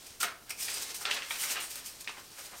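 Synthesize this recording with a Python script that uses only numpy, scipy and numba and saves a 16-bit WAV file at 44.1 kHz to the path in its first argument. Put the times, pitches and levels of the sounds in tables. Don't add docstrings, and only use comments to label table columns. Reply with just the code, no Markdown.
import sys
import numpy as np
from scipy import signal
from scipy.fft import rfft, irfft
from scipy.io import wavfile
from numba import njit

SR = 44100
rng = np.random.default_rng(int(sys.argv[2]) if len(sys.argv) > 2 else 0)


def undo_db(level):
    steps = np.asarray(level, float) / 20
    return 10 ** steps


def file_out(sig):
    cols = np.atleast_2d(sig).T
    lim = np.clip(cols, -1, 1)
    pcm = np.round(lim * 32767).astype(np.int16)
    wavfile.write(sys.argv[1], SR, pcm)


N = 114660


def level(x, db):
    return x * undo_db(db) / np.sqrt(np.mean(x ** 2))


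def colour(x, points):
    point_hz, point_db = np.array(points, float).T
    hz = np.maximum(np.arange(2049) * SR / 4096, 5)
    log_gain = np.interp(np.log(hz), np.log(point_hz), point_db) * np.log(10) / 20
    cepstrum = irfft(log_gain)
    cepstrum[1:2048] *= 2
    cepstrum[2049:] = 0
    response = irfft(np.exp(rfft(cepstrum)))
    return signal.fftconvolve(x, response)[:N]


@njit
def grains(length, start, hz, t60, size):
    y = np.zeros(length)
    for k in range(len(start)):
        turn = np.exp(2j * np.pi * hz[k] / SR - np.log(1000) / (t60[k] * SR))
        z, onset, quick = size[k] + 0j, 1., np.exp(-2 * hz[k] / SR)
        for i in range(start[k], min(length, start[k] + int(t60[k] * SR) + 1)):
            y[i] += z.imag * (1 - onset)
            onset *= quick
            z *= turn
    return y


def swell(t, peak_s, db, rise_ms, fall_ms):
    rising = (peak_s - t) / max(rise_ms, 3)
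    falling = (t - peak_s) / max(fall_ms, 10)
    distance = 1000 * np.where(t < peak_s, rising, falling)
    return undo_db(db - 20 * (np.sqrt(distance ** 2 + 0.003) - 0.1669))


def swarm(count, scatter_db):
    u = rng.random((count, 4))
    size = undo_db(-scatter_db * np.log(1 - .96 * u[:, 1])) * rng.choice([-1., 1.], count)
    return u[:, 0] * N / SR, size / np.sqrt(np.mean(size ** 2)), u[:, 2], rng.standard_normal(count)


def creases(gain_at, points):
    t, size, u, walk = swarm(count=32000, scatter_db=1.5)
    flicker_db, flickers_per_s = 1.5, 45
    size = size * undo_db(flicker_db * np.interp(t * flickers_per_s, np.arange(400), walk[:400]))
    hz = 300 + u * 15700
    t60 = 3.2 / np.sqrt(hz * 6000)

    def crackle(gain):
        snaps = grains(N, (t * SR).astype(int), hz, t60, size * gain / np.sqrt(t60))
        return colour(snaps, points)

    return crackle(gain_at(t)) / np.std(crackle(0.99))


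def folds(table, cycles, octaves, rise, count):
    out = 0
    for peak_s, db, centre_hz, length_ms in table:
        t, size, _, spread = swarm(count, scatter_db=2)
        t = np.clip(peak_s + (t * SR / N - .4) * .3, 0, None)
        hz = np.clip(centre_hz * 2 ** (octaves * spread), 60, 15000)
        t60 = cycles / hz
        gain = swell(t, peak_s, db, rise * length_ms, length_ms)
        size = size * gain * np.sqrt(hz / centre_hz / (t60 * count / 8))
        out = out + grains(N, (t * SR).astype(int), hz, t60, size)
    return out


# hz, db (per Hz)
HISS = [(25, -5), (58, -2), (120, -5), (300, -6.5), (1000, -11), (3000, -24), (9000, -17.5), (16000, -16.5)]


def hiss():
    return level(colour(rng.standard_normal(N), HISS), -57.5)


# hz, db (per Hz)
SIDE_COLOUR = [(12, -30), (20, 0), (134, -5), (1660, -23.5), (2530, -21), (5530, -22.5), (14700, -22.5),
               (16000, -29)]


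def rumble():
    return level(colour(rng.standard_normal(N), SIDE_COLOUR), -71.5)


# time_s, level_db
SLIDE = [(0.0, -47), (0.13, -49.5), (0.31, -62.5), (0.55, -50.5), (0.69, -37), (0.81, -37), (1.05, -47.5),
         (1.53, -47.5), (1.87, -47), (2.14, -49), (2.4, -49.5), (2.6, -49)]
# hz, db (per Hz)
SLIDE_COLOUR = [(300, -6.5), (700, -6), (1500, -5), (2700, -2.5), (5600, 0), (9000, -6), (16000, -9.5)]


def slide():
    time_s, level_db = np.array(SLIDE).T
    return creases(lambda t: undo_db(np.interp(t, time_s, level_db) - 4.5), SLIDE_COLOUR)


# start_s, peak_db, pitch_hz
TICKS = [(.0662, -36, 6000), (.216, -16, 6200), (.2307, -7, 8500), (.2309, -13, 3800), (.496, -22, 8900),
         (.5058, -15, 8900), (.5078, -21, 12500), (.5062, -20, 5300), (.6835, -28, 2300), (.782, -29, 5000),
         (1.016, -31, 8500), (1.0527, -22, 8600), (1.113, -13, 3300), (1.2214, -23, 2900),
         (1.3075, -17, 2350), (1.605, -27, 3000), (1.7572, -19, 8700), (1.7574, -25, 4200),
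         (1.8645, -25, 8300), (2.009, -33, 8200)]


def ticks():
    start_s, peak_db, hz = np.array(TICKS).T
    start = (start_s * SR).astype(int)
    out = 0
    for ratio, share in ((1, .8), (.62, .4), (1.4, .3)):
        out = out + grains(N, start, hz * ratio, 9 / hz, undo_db(peak_db) * share)
    return out


# peak_s, level_db, rise_ms (per 20 dB), fall_ms (per 20 dB)
RUSTLES = [(.067, -48, 10, 16), (0.204, -34.5, 0, 40), (0.214, -32.5, 11, 22), (0.232, -30.5, 17, 24),
           (0.495, -41.5, 0, 34), (0.507, -34, 6, 16.5), (0.612, -36.5, 40, 20), (0.63, -34.5, 32, 19),
           (.655, -39.5, 30, 54), (.703, -41, 33, 27), (.745, -40.5, 29, 25), (.765, -48, 30, 70),
           (0.828, -38.5, 22, 23), (0.945, -39.5, 1, 94), (1.015, -43.5, 27, 67), (1.113, -45, 4, 40),
           (1.146, -42.5, 28, 35), (1.319, -41, 88, 138), (1.422, -33, 72, 30), (1.437, -35.5, 20, 40),
           (1.46, -40, 30, 60), (1.518, -34, 57, 44), (1.605, -43, 8, 46), (1.633, -40.5, 52, 60),
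           (1.71, -43, 36, 96), (1.757, -37.5, 1, 12), (1.783, -45, 56, 45), (1.863, -39.5, 24, 59),
           (2.008, -43, 8, 26), (2.39, -47.5, 49, 82), (2.461, -47, 67, 39), (2.59, -51, 77, 98)]
# hz, db (per Hz)
RUSTLE_COLOUR = [(300, -26), (1300, -14), (2300, -3), (3800, -4), (5500, 1.5), (9000, -1.5), (16000, -1.5)]


def rustle():
    return creases(lambda t: np.sqrt(sum(swell(t, *r) ** 2 for r in RUSTLES)), RUSTLE_COLOUR)


# peak_s, level_db, centre_hz, length_ms (per 20 dB)
FLEXES = [(0.099, -50.5, 5000, 120), (.215, -34, 2400, 15), (.243, -31.5, 2280, 32),
          (.285, -40.5, 1800, 60), (0.497, -47, 2320, 32), (.625, -39, 5400, 25), (0.711, -37, 5100, 90),
          (.78, -46, 5000, 66), (0.831, -41, 5000, 27), (0.898, -48, 4400, 68), (1.019, -48, 1220, 62),
          (1.083, -33.5, 1870, 52), (1.112, -29, 2940, 11), (1.141, -34.5, 3070, 54),
          (1.172, -33.5, 2420, 53), (1.25, -43, 2450, 88), (1.36, -39.5, 2670, 74),
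          (1.438, -36.5, 2190, 64), (1.512, -35, 2650, 78), (1.572, -33.5, 2240, 59),
          (1.62, -42.5, 2400, 77), (1.782, -46.5, 2330, 114), (2.095, -41.5, 3320, 42),
          (2.18, -47, 1780, 39), (2.395, -45, 1950, 51), (2.461, -48.5, 2780, 54), (2.54, -46, 1300, 54)]


def flex():
    return folds(FLEXES, cycles=4.63, octaves=0.67, rise=0.87, count=1500)


# peak_s, level_db, pitch_hz, length_ms (per 20 dB)
RINGS = [(.232, -33, 1375, 28), (.275, -46, 1500, 30), (.25, -48, 704, 30), (.243, -37, 2150, 22),
         (.245, -41, 6300, 20), (.208, -44, 1375, 25), (.507, -42, 5300, 25), (.506, -44, 2250, 16),
         (.53, -53, 2400, 25), (.59, -51, 2450, 45), (.615, -44, 8600, 40), (.626, -40, 5200, 20),
         (.69, -43, 2400, 35), (.68, -45, 4900, 80), (.74, -44, 8600, 30), (.745, -44, 4900, 70),
         (.78, -44, 5300, 20), (1.012, -48, 1280, 28), (1.06, -43, 1360, 60), (1.118, -38, 2950, 40),
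         (1.308, -37, 2320, 30), (1.4, -44, 2950, 60), (1.44, -42, 2210, 50), (1.5, -41, 2900, 60),
         (1.572, -41, 2850, 40), (1.603, -36, 2800, 20), (1.42, -42, 8900, 50), (1.63, -44, 8800, 50),
         (1.57, -46, 1300, 45), (2.078, -42, 2545, 15), (2.095, -53, 1170, 20), (2.535, -57, 960, 30)]


def taut_patches():
    return folds(RINGS, cycles=29, octaves=0.024, rise=0.38, count=300)


# start_s, level_db, centre_hz, fall_ms (per 20 dB)
BUCKLES = [(.2305, -19, 1680, 50), (0.505, -26, 2330, 22), (0.683, -23, 2110, 28), (1.0529, -14, 3070, 43),
           (1.099, -25, 2300, 30), (1.109, -21, 3100, 40), (1.112, -16, 3010, 55), (1.166, -28.5, 2700, 70),
           (1.2213, -22.5, 2730, 37), (1.3067, -18, 2530, 48), (1.435, -30, 1880, 27),
           (1.557, -27, 1900, 37), (1.7569, -32, 3250, 13), (2.0447, -31, 4600, 25),
           (2.0748, -21.5, 2670, 45), (2.167, -41.5, 1500, 45), (2.385, -43, 1320, 42),
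           (2.531, -43.5, 1210, 38)]


def buckle():
    count, knocks = 600, 12
    is_knock = np.arange(count) < knocks
    out = 0
    for start_s, db, centre_hz, fall_ms in BUCKLES:
        t, size, u, spread = swarm(count, scatter_db=2)
        late_s = t * SR / N * .12
        late_s[:knocks] = u[:knocks] * .001
        spread[:knocks] = np.linspace(-.9, .9, knocks)
        tail = size * undo_db(-2 - 2e4 * late_s / max(fall_ms, 10))
        gain = np.where(is_knock, np.sign(size), tail)
        hz = np.clip(centre_hz * 2 ** (0.49 * spread), 150, 15000)
        size = 0.37 * undo_db(db) * gain * (hz / centre_hz) ** 1.03
        out = out + grains(N, ((start_s + late_s) * SR).astype(int), hz, 9.9 / hz, size)
    return out


# peak_s, level_db, centre_hz, length_ms (per 20 dB)
THUMP = [
    (.243, -57, 241, 37),
    (.51, -55.5, 715, 32),
    (2.09, -49, 620, 16),
]


def thump():
    return folds(THUMP, cycles=8.9, octaves=0.59, rise=0.29, count=200)


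def sheet(x):
    return signal.sosfilt(signal.butter(3, 319, "high", fs=SR, output="sos"), x)


def room(x):
    t60_s, treble_t60_s, split_hz, tail_db = 0.41, 0.22, 2060, -7
    t = np.arange(SR // 2) / SR
    echoes = rng.standard_normal(len(t)) * np.minimum(t / 0.0059, 1)
    low = signal.sosfilt(signal.butter(1, split_hz, fs=SR, output="sos"), echoes)
    tail = low * undo_db(-60 * t / t60_s) + (echoes - low) * undo_db(-60 * t / treble_t60_s)
    return signal.fftconvolve(x, tail * undo_db(tail_db) / np.sqrt(np.sum(tail ** 2)))[:N]


# hz, db
MIC = [(60, 11.5), (1000, 2), (2400, 0.5), (7600, -0.5), (8800, 4), (10500, -4.5), (12500, -1), (15800, -6)]


def scene():
    foil = sheet(rustle() + slide() + (flex() + taut_patches()) + buckle() + ticks()) + thump()
    mid = colour(foil + room(foil), MIC) + hiss()
    side = rumble() + undo_db(-31.5) * np.roll(mid, 9)
    return np.array([mid + side, mid - side])


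def band_limit(x):
    return signal.sosfilt(signal.butter(12, 15840, fs=SR, output="sos"), x)


def record(dry):
    top_cut = signal.ellip(10, .2, 80, 15830, fs=SR, output="sos")
    mix = signal.sosfilt(top_cut, dry)
    return band_limit(mix)


dry = scene()
out = record(dry)
file_out(out)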